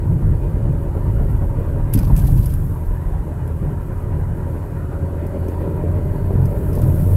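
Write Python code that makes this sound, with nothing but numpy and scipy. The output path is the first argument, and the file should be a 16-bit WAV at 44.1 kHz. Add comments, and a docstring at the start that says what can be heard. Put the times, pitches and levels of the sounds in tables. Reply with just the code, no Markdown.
"""Inside a car that gently gathers speed on a city street.
At first the four-cylinder engine hums while the road makes the body thud and the cabin boom.
At two seconds the throttle eases, and rough paving sets loose dashboard plastic rattling and sizzling.
From about five seconds the engine works harder and grows louder and busier.
Near the end, more bumps set the plastic rattling again."""
import sys
import numpy as np
from scipy import signal
from scipy.fft import rfft, irfft, next_fast_len
from scipy.io import wavfile
from scipy.ndimage import uniform_filter1d, map_coordinates

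SR = 44100
rng = np.random.default_rng(int(sys.argv[2]) if len(sys.argv) > 2 else 0)


def file_out(sig):
    """Save sig as 16-bit WAV at sys.argv[1]."""
    # one column per channel
    cols = np.atleast_2d(sig).T
    # limit, then scale
    lim = np.clip(cols, -1, 1)
    pcm = np.round(lim * 32767).astype(np.int16)
    wavfile.write(sys.argv[1], SR, pcm)


N = 315756

# how often the cylinders fire: t/s, f/Hz
FIRING_RATE = [(0, 76.5), (.6, 77.88), (2, 80.15), (2.9, 80.45), (4.7, 82.56), (5, 83.38), (5.6, 85.2),
               (6.2, 88.2), (7.16, 90.98)]
# how hard the engine works: t/s, level/dB
ENGINE_LOAD = [(0, -1.5), (.55, 0), (1.7, 0), (2.2, -5.5), (2.85, -5.5), (3.5, -2.5), (4.85, -1.5),
               (5.5, 3), (7.16, 4.5)]
# the hum swells near these pitches, where the cabin rings: f/Hz, width/Hz, boost/dB
HUM_BOOSTS = [(86.74, 0.76, 7.5), (91.7, 2.1, 16)]
# higher tones above the hum: multiple of the firing rate, relative level/dB
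OVERTONES = [(2, -2), (3, -10), (3.5, -10.5), (4, -11.5), (5, -17), (6.001, -20.5), (6.62, -14.5), (7, -19)]
# tone colour of the engine's moving parts: f/Hz, level/dB
GROWL_COLOUR = [(60, -120), (140, -42), (205, 3.5), (290, -2.5), (345, 0), (410, 3), (485, -0.5),
                (545, -4.5), (610, -4.5), (670, -13), (1200, -32), (2400, -36), (4500, -55.5),
                (12000, -120)]

def engine():
    """The firing cylinders hum; harder work brings up overtones and a pulsing growl."""
    firing_hz, = curves(FIRING_RATE)
    load_db, = curves(ENGINE_LOAD)
    phase = 2 * np.pi * np.cumsum(firing_hz * (1 + 0.0011 * wobble(9))) / SR
    hum_db = -27 + 0.48 * load_db + peaks_db(firing_hz, HUM_BOOSTS)
    hum = amp(hum_db + 1.8 * wobble(6.5)) * unit(np.sin(phase))
    # fuel burns unevenly, so each overtone wavers on its own
    tones = sum(amp(db + 2.06 * wobble(8)) * np.sin(k * phase + 0.24 * wobble(11))
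                for k, db in OVERTONES)
    firing_pulse = 1 + 0.35 * np.cos(phase)
    growl = unit(noise(GROWL_COLOUR) * firing_pulse * amp(2.7 * wobble(25)))
    return hum + amp(-33 + load_db) * (amp(-1.5) * growl + tones) + belt_whine(phase)


# loudness of the whine: t/s, level/dB
WHINE_LEVEL = [(0, -39), (2.7, -48), (4.6, -45.5), (5.4, -37.5), (6.4, -37.5), (7.16, -51)]

def belt_whine(firing_phase):
    """A belt-driven part whines in step with the engine, along with a thin, breathy whistle."""
    whine_db, = curves(WHINE_LEVEL)
    pulley_ratio = 4.43
    whine_gain = amp(whine_db + 0.44 * wobble(7))
    whine = whine_gain * unit(np.sin(pulley_ratio * firing_phase + 0.63 * wobble(17)))
    whistle_colour = [(3290, -60), (4190, 0), (4790, 0), (5690, -60)]  # f/Hz, level/dB
    whistle = amp(whine_db - 34.5 + 2 * wobble(7)) * noise(whistle_colour)
    return whine + whistle


# how uneven the asphalt is: t/s, level/dB
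UNEVENNESS = [(0, -3.5), (.35, 0.5), (.9, -2), (1.35, 2.5), (1.65, -2), (1.88, -1.5), (2.02, 5), (2.55, 2),
              (2.8, -5.5), (3.35, -7), (3.9, -3), (4.6, -5.5), (5.35, -5.5), (6.15, -0.5), (7.16, 2.5)]
# worn patches; wavy ones rock the body, coarse ones boom: t/s, length/s, shake/dB, boom/dB
WORN_PATCHES = [(0.045, 0.13, -30, -16), (0.212, 0.12, -21.5, -16), (0.613, 0.092, -32, -17),
                (1.066, 0.16, -20.5, -22.5), (1.775, .08, -19.5, -21.5), (2.084, 0.16, -13.5, -22),
                (2.298, 0.11, -16.5, -15.5), (2.859, 0.073, -17.5, -43), (3.038, 0.17, -21, -33),
                (3.601, 0.077, -25, -19), (4.12, .2, -28, -23.5), (6.329, .13, -25, -15.5),
                (6.79, 0.26, -32, -19)]
# tone colours of the shaking body and the booming cabin: f/Hz, level/dB
SHAKE_COLOUR = [(3, -65), (8, -51), (18, -43), (25, -4), (31, 3), (39, 1.5), (48, -1), (60, -2.5),
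                (72, -13.5), (90, -22), (150, -87), (300, -120)]
BOOM_COLOUR = [(20, -120), (45, -42), (70, -4.5), (88, 0), (104, 2), (119, -3.5), (136, 1), (160, -5),
               (185, -10.5), (225, -21), (300, -23), (450, -35.5), (1200, -60), (3000, -120)]

def road_rumble():
    """Uneven asphalt shakes the car's body and booms in the cabin."""
    uneven_db, = curves(UNEVENNESS)
    wavy = bursts([(s, length, db) for s, length, db, _ in WORN_PATCHES], rise_s=0.02, fade_s=0.17)
    coarse = bursts([(s, length, db) for s, length, _, db in WORN_PATCHES], rise_s=0.02, fade_s=0.17)
    skim_db = 0.62 * np.arange(N) / SR  # as the car speeds up, it skims the unevenness
    shake_db = -20.5 + 1.27 * uneven_db - skim_db
    shake = np.hypot(amp(shake_db), wavy) * rumble(SHAKE_COLOUR, size=5000)
    boom_db = -21.5 + 0.97 * uneven_db + 1.9 * wobble(12)
    boom = np.hypot(amp(boom_db), coarse) * rumble(BOOM_COLOUR, size=3000)
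    return shake + boom


# the wheels drop into dips in the paving: t/s, relative thud level/dB, relative clunk level/dB
DIPS = [(0.223, -12.5, -39), (0.679, -14, -46), (1.2, -8.5, -45), (1.42, -11, -36), (1.95, -3, -47),
        (2.028, -9.5, -38), (2.07, -18, -35.5), (2.1, -7.5, -30.5), (2.183, -13, -36), (2.232, -30, -38),
        (2.285, -20, -36.5), (2.308, -11, -47), (2.358, -14, -54), (2.525, -14, -46), (4.29, -13.5, -44),
        (5.021, -10, -43), (6.301, -14, -36), (6.773, -9.5, -32), (6.868, -18, -46)]
# tone colours of the tyre's thud and the suspension's clunk: f/Hz, level/dB
THUD_COLOUR = [(15, -120), (50, -10), (100, 8.5), (190, 1), (290, -10), (380, -17), (700, -57),
               (2000, -120)]
CLUNK_COLOUR = [(60, -120), (250, -11), (500, 0), (750, 5.5), (1100, 0), (1400, -17), (3000, -50),
                (9000, -120)]

def bumps():
    """Each dip thuds through the tyre, duller when it is gentle, and clunks in the suspension."""
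    out, t = np.zeros(N + SR), np.arange(SR // 4) / SR
    rise = 1 - np.exp(-t / 0.0018)
    for s, thud_db, clunk_db in DIPS:
        dull_db = 0.83 * min(thud_db + 1, 0)
        dulled = [(hz, db + dull_db * (hz > 150)) for hz, db in THUD_COLOUR]
        thud = noise(dulled, len(t)) * amp(thud_db - 3 - 60 * t / 0.24)
        clunk = noise(CLUNK_COLOUR, len(t)) * amp(clunk_db + 2.5 - 60 * t / 0.11)
        out[round(s * SR):][:len(t)] += (thud + clunk) * rise
    return out[:N]


# a steady roar that dips just after the rough paving: t/s, level/dB
ROAR_LEVEL = [(0, -44.5), (1.4, -43), (2.15, -43.5), (2.4, -48), (2.85, -43.5), (5.4, -42.5), (7.16, -43)]
# its tone colour: f/Hz, level/dB
ROAR_COLOUR = [(350, -59), (650, -3), (790, 1.5), (870, 1), (955, 7), (1080, -2), (1240, -4.5), (1370, -5),
               (1600, -8.5), (1900, -10), (2350, -20), (2950, -25), (3600, -28.5), (6000, -38.5),
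               (15000, -57)]

def tyre_roar():
    """The tread roars through the glass, fluttering as the grain of the road changes."""
    roar_db, = curves(ROAR_LEVEL)
    return amp(roar_db + 1.17 * wobble(30)) * patchy(noise(ROAR_COLOUR), depth_db=2.5)


# plastic parts knock together (relative levels): t/s, level/dB, fastener ring/dB, panel ring/dB
KNOCKS = [(1.9367, -20.5, 4, -14), (1.941, -30, -5, -5), (1.989, -29, -15, 6), (2.164, -28, -11, -2),
          (2.176, -29.5, -8, -11), (2.191, -31, -8, -5), (2.271, -32, -12, -3), (2.458, -31.5, 1, 1),
          (2.538, -36, 3, -14), (3.476, -45, -5, -5), (5.266, -42, -13, -16), (5.483, -43, -20, 7),
          (6.455, -41, -14, 6), (6.73, -39, -10, 5), (6.752, -36, -4, -1), (6.817, -36, -5, -4),
          (6.838, -38, -6, -2)]
# tone colour of the crack: f/Hz, level/dB
CRACK_COLOUR = [(300, -60), (900, -28), (2300, -1), (3200, -4), (4200, -11.5), (5100, -2), (6000, -6.5),
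                (8000, 2.5), (10500, 6.5), (12300, 8), (14000, 6), (15700, -6)]
# notes of a small hard fastener and a loose panel: f/Hz, level/dB, time to fade by 60 dB/s
FASTENER_NOTES = [(9880, -7, .025), (10260, -8.5, 0.035), (10900, 0, .03), (11040, -1, 0.03),
                  (11600, -8, .035), (11760, -2, 0.053), (12900, -16, .035), (13620, -14, .035)]
PANEL_NOTES = [(2400, -3, .035), (3400, -10, .03), (4740, -8, 0.038), (5030, -4.5, 0.048), (5570, -5, .035),
               (6250, -3, 0.042), (7850, -15, .025)]

def dashboard_clicks():
    """Each knock is a dry plastic crack that briefly sets a fastener and a panel ringing."""
    out, t = np.zeros(N + SR), np.arange(SR // 8) / SR
    rise = 1 - np.exp(-t / 0.00047)
    snap = amp(-60 * t / 0.035) + amp(-17 - 60 * t / 0.13)  # a fast fade with a quiet tail
    for s, db, fastener_db, panel_db in KNOCKS:
        crack = noise(CRACK_COLOUR, len(t)) * snap
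        fastener = amp(fastener_db - 1) * ringing(FASTENER_NOTES, t, spread=0.0016)
        panel = amp(panel_db - 11) * ringing(PANEL_NOTES, t, spread=0.0094)
        out[round(s * SR):][:len(t)] += amp(db - 3) * (crack + fastener + panel) * rise
    return out[:N]


# moments when the loose plastic chatters: t/s, length/s, level/dB
RATTLES = [(1.925, 0.12, -45), (2.16, 0.038, -46.5), (2.245, 0.027, -46.5), (2.36, 0.023, -47.5),
           (2.42, .085, -48.5), (6.735, .1, -51.5), (6.95, 0.13, -60.5)]
# tone colour of rubbing plastic: f/Hz, level/dB
RUB_COLOUR = [(300, -60), (1200, -10), (2400, 1), (3300, -1), (4200, -1), (5000, 0), (5700, -2), (7000, -7),
              (10000, -4), (12300, 7), (14000, -2), (15700, -12)]

def dashboard_rattle():
    """Shaken plastic chatters in tiny dry touches, each a short burst of rubbing."""
    touches_per_s = 450
    touches = (rng.random(N) < touches_per_s / SR) * rng.random(N) ** 2
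    t = np.arange(SR // 20) / SR
    power = np.abs(signal.fftconvolve(touches, amp(-60 * t / 0.022) ** 2)[:N])
    chatter = unit(coloured(np.sqrt(power) * rng.standard_normal(N), RUB_COLOUR))
    return bursts(RATTLES, rise_s=0.0073, fade_s=0.29) * chatter


# moments when the sizzle swells: t/s, length/s, level/dB
SIZZLE_SWELLS = [(1, .35, -56.5), (1.9, 0.49, -44), (5.2, 1.5, -58.5), (6.35, 0.95, -49), (6.65, .55, -46)]
# its tone colour: f/Hz, level/dB
SIZZLE_COLOUR = [(2500, -15), (4000, -19), (5000, -18.5), (6200, -19), (7800, -11.5), (9800, -7.5),
                 (11300, -1.5), (12300, 1.5), (13000, -1.5), (14000, -8.5), (15700, -8.5)]

def dashboard_sizzle():
    """Loose plastic keeps up a fine, high sizzle that follows the road and swells now and then."""
    uneven_db, = curves(UNEVENNESS)
    sizzle = noise(SIZZLE_COLOUR) * amp(1.17 * wobble(45) + 0.7 * wobble(4.29))
    swells = bursts(SIZZLE_SWELLS, rise_s=0.34, fade_s=2.2)
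    return np.hypot(amp(-59 + 0.15 * uneven_db), swells) * sizzle


# pitches that the cabin's air and glass lift or swallow: f/Hz, width/Hz, boost/dB
CABIN_PITCHES = [(223, 11, -1.5), (273.6, 18, 2.5), (320.6, 11.4, 4), (484, 25, -3.5), (556, 14, 7),
                 (604.5, 21, 5.5), (667, 34, -3), (692, 29, 5.5), (842, 63, -2), (848, 16, 4.5),
                 (926, 39, 1.5), (1295, 57, -5.5), (1330, 72, 4.5), (1480, 65, 1), (1596, 23, 7),
                 (1900, 27, 3), (2225, 120, -1.5), (2480, 75, 6), (2750, 120, -1), (2930, 100, 5.5),
                 (4800, 120, -5)]

def cabin(x):
    """The closed cabin makes some pitches louder and others quieter."""
    return filtered(x, lambda f: amp(peaks_db(f, CABIN_PITCHES)))


# tone colour of the hiss: f/Hz, level/dB
HISS_COLOUR = [(2000, -7.5), (4000, -7), (6000, -1), (8000, 5), (11000, 4), (15700, -36)]

def hiss():
    """The microphone adds a faint, steady hiss."""
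    return amp(-62.5) * noise(HISS_COLOUR)


def amp(db):
    """Turn decibels into a number to multiply by."""
    return 10 ** (np.asarray(db) / 20)


def unit(x):
    """Scale x to an average power of 1."""
    return x / np.sqrt(np.mean(x ** 2) + 1e-20)


def curves(rows):
    """Join a table's points with lines: one curve for each column after the time."""
    times, *columns = np.transpose(rows)
    return [np.interp(np.arange(N) / SR, times, column) for column in columns]


def wobble(rate):
    """A smooth random curve through `rate` new values a second."""
    return map_coordinates(rng.standard_normal(int(N * rate / SR) + 4), [np.arange(N) * rate / SR])


def bursts(rows, rise_s, fade_s):
    """A loudness curve of events that rise, hold, then fall by 60 dB every fade_s."""
    t = np.arange(N) / SR
    gains = [np.clip((t - s) / rise_s, 0, 1) * amp(db - 60 * np.maximum(t - s - length, 0) / fade_s)
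             for s, length, db in rows]
    return np.linalg.norm(gains, axis=0)


def peaks_db(f, peaks):
    """The total boost at frequency f from rounded peaks and hollows."""
    return sum(db / (1 + (2 * (f - hz) / width) ** 2) for hz, width, db in peaks)


def filtered(x, gain_at):
    """Multiply each frequency f in x by gain_at(f)."""
    n = x.shape[-1]
    padded = next_fast_len(n + 8192)
    return irfft(rfft(x, padded) * gain_at(np.fft.rfftfreq(padded, 1 / SR)), padded)[..., :n]


def coloured(x, colour):
    """Give x a tone colour: a table of how strong each frequency is."""
    hz, db = np.transpose(colour)
    return filtered(x, lambda f: amp(np.interp(np.log(f + 1), np.log(hz), db)))


def noise(colour, n=N):
    """n samples of noise with this tone colour and a power of 1."""
    return unit(coloured(rng.standard_normal(n), colour))


def rumble(colour, size):
    """Low noise with its loudness evened out over `size` samples."""
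    x = noise(colour)
    power = uniform_filter1d(uniform_filter1d(x ** 2, size), size // 2)
    return unit(x / np.sqrt(np.abs(power) + 1e-6))


def patchy(x, depth_db):
    """Let small groups of pitches in x swell and fade on their own."""
    bands = signal.stft(x, nperseg=1024)[2]
    swells = uniform_filter1d(rng.standard_normal(bands.shape), size=4, axis=0)
    swells = uniform_filter1d(swells, size=6, axis=1)
    return unit(signal.istft(bands * amp(depth_db * unit(swells)), nperseg=1024)[1][:N])


def ringing(notes, t, spread):
    """A struck part's fading notes; where it is hit shifts their strength and (by spread) pitch."""
    out = np.zeros(len(t))
    for hz, db, fade_s in notes:
        shift, strength, phase = rng.standard_normal(3)
        tone = np.sin(2 * np.pi * (hz * (1 + spread * shift) * t + phase))
        out += amp(db + 2 * strength - 60 * t / fade_s) * tone
    return out


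def scene():
    """Engine and road come through the cabin; the dashboard is right by the microphone."""
    driving = cabin(engine() + road_rumble() + tyre_roar() + bumps())
    dashboard = dashboard_rattle() + dashboard_sizzle() + dashboard_clicks()
    return (driving + dashboard + hiss())[None]


def record(dry):
    """Round off the loudest peaks and cut away the very highest pitches."""
    ceiling, top_hz = 0.85, 15750
    rounded = dry / (1 + (dry / ceiling) ** 8) ** (1 / 8)
    return filtered(rounded, lambda f: f < top_hz)


dry = scene()
out = record(dry)
file_out(out)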